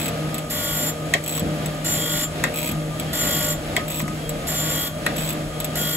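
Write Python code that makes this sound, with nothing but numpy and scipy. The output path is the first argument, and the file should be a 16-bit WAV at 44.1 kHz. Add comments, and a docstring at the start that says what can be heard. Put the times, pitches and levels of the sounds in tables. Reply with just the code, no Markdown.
"""A ratchet rattles over the hum of pump, motor and coolant: a surface grinder at work, close by.
Its table swings to and fro, and five times the wheel scrapes over a steel block, so that wheel,
block and guard sing. At each end a dog knocks the reversing lever, the cross-feed pawl clicks over
its teeth and the table thuds round. Nearby metal and walls add a very short tail."""
import sys
import numpy as np
from scipy import signal
from scipy.fft import rfft, irfft
from scipy.io import wavfile
from scipy.ndimage import uniform_filter1d, map_coordinates

SR = 44100
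rng = np.random.default_rng(int(sys.argv[2]) if len(sys.argv) > 2 else 0)


def generate_wav(signal):
    """Clip the signal to [-1, 1] and save it as 16-bit WAV at the path in sys.argv[1]."""
    frames = np.transpose(np.atleast_2d(signal))
    scaled = np.clip(frames, -1, 1) * 32767
    pcm = np.round(scaled).astype(np.int16)
    wavfile.write(sys.argv[1], SR, pcm)


N = 262836
T = np.arange(N) / SR
F = np.arange(N // 2 + 1) * SR / N


def undb(db):
    return 10 ** (np.asarray(db) / 20)


def level(x, db):
    return x * undb(db) / np.sqrt(np.mean(x ** 2))


def through(x, response):
    return irfft(rfft(x) * response, N)


def over_hz(points):
    """A curve through (f/Hz, value) points on a log frequency axis."""
    hz, value = np.transpose(points)
    return np.interp(np.log(F + 1), np.log(hz), value)


def rings(modes):
    """Resonator bank of damped modes (f/Hz, width/Hz, peak level/dB), alternating in polarity."""
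    return sum((-1) ** k * undb(db) * 1j * F * width / (hz ** 2 - F ** 2 + 1j * F * width)
               for k, (hz, width, db) in enumerate(modes))


def walk(rate):
    """Smooth random modulator: rate new values a second, spread near 1."""
    hold = int(SR / rate)
    steps = np.repeat(rng.standard_normal(N // hold + 1), hold)
    return 1.3 * uniform_filter1d(uniform_filter1d(steps, hold), hold)[:N]


def gate(spans):
    """Soft gate, open from each row's start to its end."""
    return uniform_filter1d(sum((T > start) & (T < end) for start, end, *_ in spans) * 1., 2000)


def blows(times, db, decay_s, rough):
    """Exciter: each blow is a sharp impact plus a dying scrape, which has the share rough of the energy."""
    size = 2000
    scrape = rng.standard_normal((len(times), size)) * np.exp(-np.arange(size) / SR / decay_s)
    forces = np.sqrt(rough) * scrape / np.sqrt(np.sum(scrape ** 2, axis=1, keepdims=True))
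    forces[:, 0] += np.sqrt(1 - rough)
    out = np.zeros(N + size)
    for s, gain, force in zip(times, undb(db), forces):
        out[int(s * SR):int(s * SR) + size] += gain * force
    return out[:N]


def strike(force, body):
    """Rings a body, scaled so that a unit impact peaks near 1."""
    return through(force, body / np.abs(irfft(body[::6])).max())


# stereo image, how alike left and right are (f/Hz, share/0-1)
LIKENESS = [(100, 0.94), (350, 1), (750, 0.89), (1000, 0.23), (1600, 0.21), (2600, 0.12), (5000, 0),
            (6200, 0.7), (7000, 0.4), (8600, 1), (16000, 0.75)]
# EQ of motor rumble, fan and coolant hiss (f/Hz, relative level/dB)
RUMBLE_EQ = [(28, -47), (52, -0.5), (110, -0.5), (230, 1), (310, 0.5), (400, -7.5), (480, -4), (600, -0.5),
             (720, -3.5), (950, -15.5), (1400, -12), (3300, -16.5), (4200, -19.5), (7000, -28.5),
             (11000, -29), (15600, -35.5)]


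def motor_and_fan():
    """Stereo noise bed: a wavering rumble and hiss, partly unrelated left and right."""
    alike = over_hz(LIKENESS)
    common, *sides = rfft(rng.standard_normal((3, N)) * undb(1.74 * walk(9.4)))
    noise = np.sqrt(alike) * common + np.sqrt(1 - alike) * np.array(sides)
    return level(irfft(noise * undb(over_hz(RUMBLE_EQ)), N), db=-30)


def coolant():
    """Coolant flung off the wheel: about 500 droplets a second in a bright spray."""
    drops = (rng.random(N) < 500 / SR) * undb(2 * rng.exponential(size=N)) * rng.choice([-1, 1], N)
    splash = through(drops, rings([(2410, 700, 3.7), (8100, 4500, 15.0)]))
    spray = through(rng.standard_normal(N), rings([(8300, 4900, 0)]) ** 2)
    return level(splash, db=-53) + level(spray, db=-45) * undb(0.2 * walk(3))


# fader ride of the draught (t/s, level/dB)
DRAUGHT_RIDE = [(0.0, -58), (0.5, -55), (1.6, -65), (1.8, -48), (3.0, -47), (4.4, -42), (4.83, -52),
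                (5.3, -41), (5.6, -44), (5.96, -62)]


def draught():
    """Air off the wheel buffets the microphone: a sub-bass flutter."""
    buffet = through(rng.standard_normal(N), rings([(37.2, 16, 0)]) ** 2)
    return level(buffet, db=0) * undb(np.interp(T, *np.transpose(DRAUGHT_RIDE)))


# pump harmonics (multiple of the stroke rate, relative level/dB)
PUMP_HARMONICS = [(1, -0.5), (2, -10.5), (3, -15.5)]
# swells in the hum as the table turns round (t/s, boost/dB)
PUMP_SWELLS = [(.13, 3), (1.48, 4), (2.89, 1.5), (4.079, 3), (5.37, 3.5)]
PUMP_HZ, PUMP_DB, SWELL_S, THROB_HZ = 155.06, -33, 0.22, 6.42


def pump():
    """Pump strokes hum on a throbbing fundamental; the hum rises and thins while the cross-feed runs."""
    feeding = gate(FEED_RUNS)
    phase = 2 * np.pi * np.cumsum(PUMP_HZ + 1.57 * feeding + 0.411 * walk(8)) / SR
    swell_db = sum(db * np.exp(-((T - s) / SWELL_S) ** 2) for s, db in PUMP_SWELLS)
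    throb_db = 2 * np.cos(2 * np.pi * THROB_HZ * (T - .118))
    hum_db = PUMP_DB - feeding + swell_db + 1.5 * walk(7.2)
    out = 0
    for order, db in PUMP_HARMONICS:
        gain = undb(hum_db + db + (order == 1) * throb_db + 1.55 * order * walk(12))
        out += np.sqrt(2) * gain * np.sin(order * phase)
    return out


# motor and spindle tones (f/Hz, rms level/dB, change under load/dB)
WHINE_TONES = [(597.5, -45, 5), (1196, -49.5, -2), (1245, -47.5, -6), (3263, -54.5, -6)]


def whines():
    """Motor and spindle whine, wavering in pitch and level; the balance shifts while the wheel cuts."""
    load, out = gate(WHEEL_PASSES), 0
    for hz, db, load_db in WHINE_TONES:
        phase = 2 * np.pi * np.cumsum(hz * (1 + .006 * walk(30))) / SR
        out += np.sqrt(2) * undb(db + load_db * load + 4 * walk(28)) * np.sin(phase)
    return out


# thud cues (t/s, level/dB)
THUD_CUES = [(1.417, -11), (1.462, -14.5), (1.488, -18), (2.69, -15.5), (4.024, -12), (4.045, -25),
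             (4.096, -16.5), (5.301, -23.5)]
# low body of the machine bed (f/Hz, width/Hz, level/dB)
BED_MODES = [(102, 42, -3.5), (202, 30, 4), (297, 50, 0), (560, 63, -6)]


def table_thuds():
    """The heavy table turns round with a slow push, so the bed answers with a dull thud."""
    lowpass = 1 / (1 + 1j * F / 500) ** 2
    return strike(blows(*np.transpose(THUD_CUES), decay_s=0.14, rough=0.66), rings(BED_MODES) * lowpass)


# tap cues (t/s, level/dB)
TAP_CUES = [(0.446, -28), (1.378, -12), (4.002, -11.5), (4.08, -15)]
# ring of the linkage (f/Hz, width/Hz, level/dB)
LINKAGE_MODES = [(990, 20, 12), (1160, 150, 6), (2100, 530, -3), (6000, 8500, -14.5)]


def linkage_taps():
    """The linkage settles with light metal taps."""
    return strike(blows(*np.transpose(TAP_CUES), decay_s=0.0045, rough=0.68), rings(LINKAGE_MODES))


# dog hits (t/s, level/dB, crack offset/dB, valve offset/dB)
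KNOCK_CUES = [(1.138, -2, -0.5, -11.5), (2.439, -2.5, 0.5, -28), (3.7652, -3.5, -1.5, -12),
              (5.0638, -5, 0.5, -35)]
# clank of the lever under the left and the right dog (f/Hz, width/Hz, level/dB)
LEFT_DOG_MODES = [(700, 220, -11.5), (1070, 84, -0.5), (1540, 200, -1), (2060, 510, 5), (2710, 410, -2.5),
                  (3170, 320, -0.5), (3940, 470, -5.5), (4630, 480, -6)]
RIGHT_DOG_MODES = [(570, 130, 2), (1000, 140, 3), (1240, 330, 4.5), (1465, 290, 7), (1900, 420, 5.5),
                   (2734, 210, 0.5), (3600, 350, -2.5), (4700, 590, -16)]
GRAZE_DB, RATTLE_DB, VALVE_LAG_S = -16, -5.5, 0.013


def lever_knocks():
    """The dogs take turns to graze, hit and rattle the lever; a crack on top, a valve knock just after."""
    times, levels, crack_db, valve_db = np.transpose(KNOCK_CUES)
    out = 0
    for side, modes in enumerate([LEFT_DOG_MODES, RIGHT_DOG_MODES]):
        s, db = times[side::2], levels[side::2]
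        hit = blows(s + 0.00037, db, decay_s=0.0022, rough=0.65)
        graze = blows(s - 0.004, db + GRAZE_DB, decay_s=0.0067, rough=1)
        rattle = blows(s + 0.0047, db + RATTLE_DB, decay_s=0.031, rough=0.86)
        out += strike(graze + hit + rattle, rings(modes))
    crack = blows(times, levels + crack_db, decay_s=0.0018, rough=0.88)
    out += strike(crack, rings([(4160, 450, 1), (7400, 1140, 3), (12100, 7200, -4)]))
    valve = blows(times + VALVE_LAG_S, levels + valve_db, decay_s=0.0016, rough=0.052)
    return out + strike(valve, rings([(577.6, 75, 2.4), (700, 58, 6), (420, 43, 1.2)]))


# cross-feed bursts (first t/s, last t/s, teeth, pawl level/dB, ramp over the run/dB,
# housing offset/dB, cover offset/dB, speed-up/-1..1)
FEED_RUNS = [(-.088, 0.081, 12, -15.5, 6, -3.5, -6, -0.041),
             (1.239, 1.395, 11, -14, 3.5, -3.5, -14.5, 0.17), (2.541, 2.714, 12, -14, 3, -4, -7.5, -0.077),
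             (3.881, 4.014, 10, -15, -1, -3.5, -11, .12), (5.163, 5.327, 12, -16.5, 2, -0.5, -11, -0.063)]
# lone pawl clicks (t/s, pawl level/dB, housing offset/dB, cover offset/dB)
CLICK_CUES = [(0.344, -13, -3, -12.5), (0.382, -13, -3, -11), (1.66, -11.5, -8, -13), (2.998, -12, -4, -13),
              (4.293, -12, -7, -16), (5.602, -11, -3.5, -16), (5.645, -6.5, -9, -21)]
FIRST_GAP, LAST_GAP = 1.35, 1.55  # stretch factors: the ratchet starts and stops slowly


def teeth():
    """The pawl runs over rows of teeth: one cue a tooth, merged with the lone clicks."""
    cues = list(map(tuple, CLICK_CUES))
    for first, last, count, db, ramp_db, housing_db, cover_db, speedup in FEED_RUNS:
        gaps = 1 - speedup * np.linspace(-1, 1, round(count) - 1)
        gaps[[0, -1]] *= FIRST_GAP, LAST_GAP
        along = np.r_[0, np.cumsum(gaps)] / gaps.sum()
        jitter_db = (rng.standard_normal((len(along), 3)) * [1.6, 1.2, 1.2]).T
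        ends_db = -1 * (along % 1 == 0)  # first and last tooth sit a touch lower
        last_db = -3 * (along == 1)  # housing and cover answer the last tooth less
        pawl_db = db + ramp_db * (along - .5) + ends_db + jitter_db[0]
        cues += zip(first + (last - first) * along, pawl_db,
                    housing_db + last_db + jitter_db[1], cover_db + last_db + jitter_db[2])
    return sorted(cue for cue in cues if cue[0] >= 0)


# bright pawl, its housing and the loose cover plate (f/Hz, width/Hz, level/dB)
PAWL_MODES = [(7800, 340, 0), (7980, 400, -4), (8900, 400, -12), (10700, 400, -14), (12620, 200, 0.5),
              (12780, 200, -0.5), (15000, 1200, -15)]
HOUSING_MODES = [(950, 24, 7), (3230, 430, 6), (4400, 990, -5), (7000, 1200, -8.5)]
COVER_MODES = [(2490, 140, 0), (2030, 160, -12), (4000, 160, -7)]


def ratchet():
    """The pawl snaps down and bounces once, harder in mid-run; housing and cover ring lower."""
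    s, db, housing_db, cover_db = np.transpose(teeth())
    turning = np.minimum(np.diff(s, prepend=-1), np.diff(s, append=9)) < .03
    snap = blows(s, db, decay_s=.002, rough=.25)
    bounce = blows(s + .005, db + np.where(turning, -2, -10), decay_s=.0025, rough=.6)
    pawl = strike(snap + bounce, rings(PAWL_MODES) + rings([(4740, 6600, -23)]))
    housing = strike(blows(s, db + housing_db, decay_s=0.016, rough=0.73), rings(HOUSING_MODES))
    cover = strike(blows(s, db + cover_db, decay_s=0.0018, rough=0.3), rings(COVER_MODES))
    return pawl + housing + cover


# wheel speed in turns a second (t/s, f/Hz)
WHEEL_SPEED = [(.7, 51.14), (2.05, 51.07), (3.3, 51.13), (4.7, 51.1), (5.85, 51.14)]
FRESH_SHARE, RUNOUT = 0.24, 0.2  # out of round, the wheel bites harder once a turn


def grit():
    """Scrape texture: the same grains come round every turn and wear slowly; fresh chips add noise."""
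    size = 864  # points round the rim
    bins = size // 2 + 1
    phase = 2 * np.pi * rng.random(bins)
    wear_rad = 0.316 * np.linspace(0, 3, bins) ** 0.45  # fine grain wears faster than coarse
    drift = wear_rad * np.cumsum(rng.standard_normal((N // size + 3, bins)), axis=0)
    patches = undb(0.5 * rng.standard_normal(bins))
    rim = irfft(patches * np.exp(1j * (phase + drift)), size).ravel()
    place = np.cumsum(np.interp(T, *np.transpose(WHEEL_SPEED))) * size / SR
    grains = level(map_coordinates(rim, [place], order=5), db=0)
    scrape = np.sqrt(1 - FRESH_SHARE) * grains + np.sqrt(FRESH_SHARE) * rng.standard_normal(N)
    return level(scrape * (1 + RUNOUT * np.sin(2 * np.pi * place / size)), db=0)


# passes over the block (in t/s, out t/s, wheel level/dB, its ramp over the pass/dB,
# upper ring level/dB, guard whistle peak t/s, whistle level/dB)
WHEEL_PASSES = [(0.498, 0.898, -31, 0.5, -32.5, 0.68, -39), (1.844, 2.243, -28.5, 1, -33.5, 2.06, -34),
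                (3.129, 3.534, -29, 0, -32.5, 3.28, -35.5), (4.468, 4.876, -31.5, -2.5, -33, 4.74, -36),
                (5.753, 6.156, -31.5, 4.5, -31.5, 5.9, -35)]
ATTACK_S, RELEASE_S, BLOCK_DB = 0.003, 0.012, -34
EDGE_DB, EDGE_S = 3.5, 0.015  # the wheel bites harder at the leading edge
WHISTLE_DROP_DB, WHISTLE_SPAN_S = 11, 0.14


def wheel_contact():
    """Envelopes of the cut for wheel, upper ring, block and guard, each wavering on its own."""
    out = np.zeros((4, N))
    for start, end, wheel_db, ramp_db, upper_db, peak_s, peak_db in WHEEL_PASSES:
        along = np.clip((T - start) / (end - start), 0, 1)
        touch = np.clip((T - start) / ATTACK_S, 0, 1) * np.clip((end - T) / RELEASE_S + 1, 0, 1)
        bite = undb(EDGE_DB * np.exp(-np.abs(T - start) / EDGE_S))
        guard_db = peak_db - WHISTLE_DROP_DB * (1 - np.exp(-((T - peak_s) / WHISTLE_SPAN_S) ** 2))
        for envelope, db in zip(out, [wheel_db + ramp_db * (along - .5), upper_db, BLOCK_DB, guard_db]):
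            envelope += touch * bite * undb(db)
    return out * undb([1.23 * walk(10) for _ in out])


# the four singing layers of the cut (f/Hz, width/Hz, relative level/dB)
WHEEL_MODES = [(5930, 34, -21), (6790, 40, -12), (7204, 20, 12), (7480, 40, -2), (7970, 380, -14.5)]
UPPER_MODES = [(10170, 85, -10), (10600, 90, -7), (11000, 68, -14), (11708, 20, 4), (12116, 24, 10),
               (15650, 130, -12)]
BLOCK_MODES = [(921, 14, -6), (1125, 12, 4), (1431, 13, 5), (1535, 18, -4), (1770, 110, -6), (1690, 50, -2),
               (1935, 60, 0), (2320, 60, -1), (2930, 50, -3), (3063, 20, 0), (3476, 16, 9), (3700, 60, -5),
               (4150, 150, -6), (4344, 24, -3), (4900, 200, -10)]
GUARD_MODES = [(3117, 20, -12), (3270, 20, 8)]
# EQ of the hiss between each layer's modes (f/Hz, relative level/dB)
WHEEL_EQ = [(4500, -22.5), (5500, -25.5), (7000, -52), (8000, -23), (9000, -61), (9800, -24)]
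UPPER_EQ = [(8500, -26.5), (9500, -29), (11000, -11.5), (12200, -18), (13000, -51), (16000, -73)]
BLOCK_EQ = [(700, -24), (1300, -38), (2000, -28.5), (2600, -31), (3100, -15), (4200, -16), (6000, -18)]
GUARD_EQ = [(2600, -50), (3000, -36), (3500, -42), (3900, -45)]


def grinding():
    """One scrape drives wheel, block and guard while the wheel touches; they ring on after it leaves."""
    scrape, out = grit(), 0
    layers = [(WHEEL_MODES, WHEEL_EQ), (UPPER_MODES, UPPER_EQ),
              (BLOCK_MODES, BLOCK_EQ), (GUARD_MODES, GUARD_EQ)]
    for envelope, (modes, hiss) in zip(wheel_contact(), layers):
        body = rings(modes) + undb(over_hz(hiss))
        out += through(scrape * envelope, body / np.sqrt(np.mean(np.abs(body) ** 2)))
    return out * (T > WHEEL_PASSES[0][0])  # nothing rings before the first touch


ROOM_T60_S = 0.069
SUSTAIN_DRY, HIT_DRY = .7, .45  # share of the scatter that arrives direct instead


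def scene():
    """The mix: direct sound on both sides, and a different short tail on each from metal and walls."""
    tails = rng.standard_normal((2, SR // 2)) * np.exp(-np.log(1000) * T[:SR // 2] / ROOM_T60_S)
    scatter = rfft(tails / np.sqrt(np.sum(tails ** 2, axis=1, keepdims=True)), N)
    alike = over_hz(LIKENESS)

    def room(dry_share):
        direct = alike + dry_share * (1 - alike)
        return np.sqrt(direct) + np.sqrt(1 - direct) * scatter

    # sustained sounds take only the tail's phase, so hum and ring stay steady and balanced left and right
    room_phase = np.exp(1j * np.angle(room(SUSTAIN_DRY)))
    sustained = rfft(grinding() + pump() + whines()) * room_phase
    hits = rfft(ratchet() + lever_knocks() + linkage_taps() + table_thuds()) * room(HIT_DRY)
    return irfft(sustained + hits, N) + motor_and_fan() + coolant() + draught()


LEFT_LAG_S, FLIP_HZ, SHELF_HZ, LOWPASS_HZ = 2.2e-4, 940, 15730, 17124


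def record(dry):
    """The left side is slightly late and flips polarity above the bass; the top is shelved, then cut."""
    flip = np.pi / (1 + np.exp(np.clip((FLIP_HZ - F) / 40, -50, 50)))
    left = through(dry[0], undb(0.74) * np.exp(1j * flip - 2j * np.pi * F * LEFT_LAG_S))
    shelf = undb(-32 / (1 + np.exp(np.clip((SHELF_HZ - F) / 30, -50, 50))))
    stereo = through(np.array([left, dry[1]]), shelf)
    return signal.sosfilt(signal.ellip(8, .2, 80, LOWPASS_HZ, fs=SR, output="sos"), stereo)


dry = scene()
out = record(dry)
generate_wav(out)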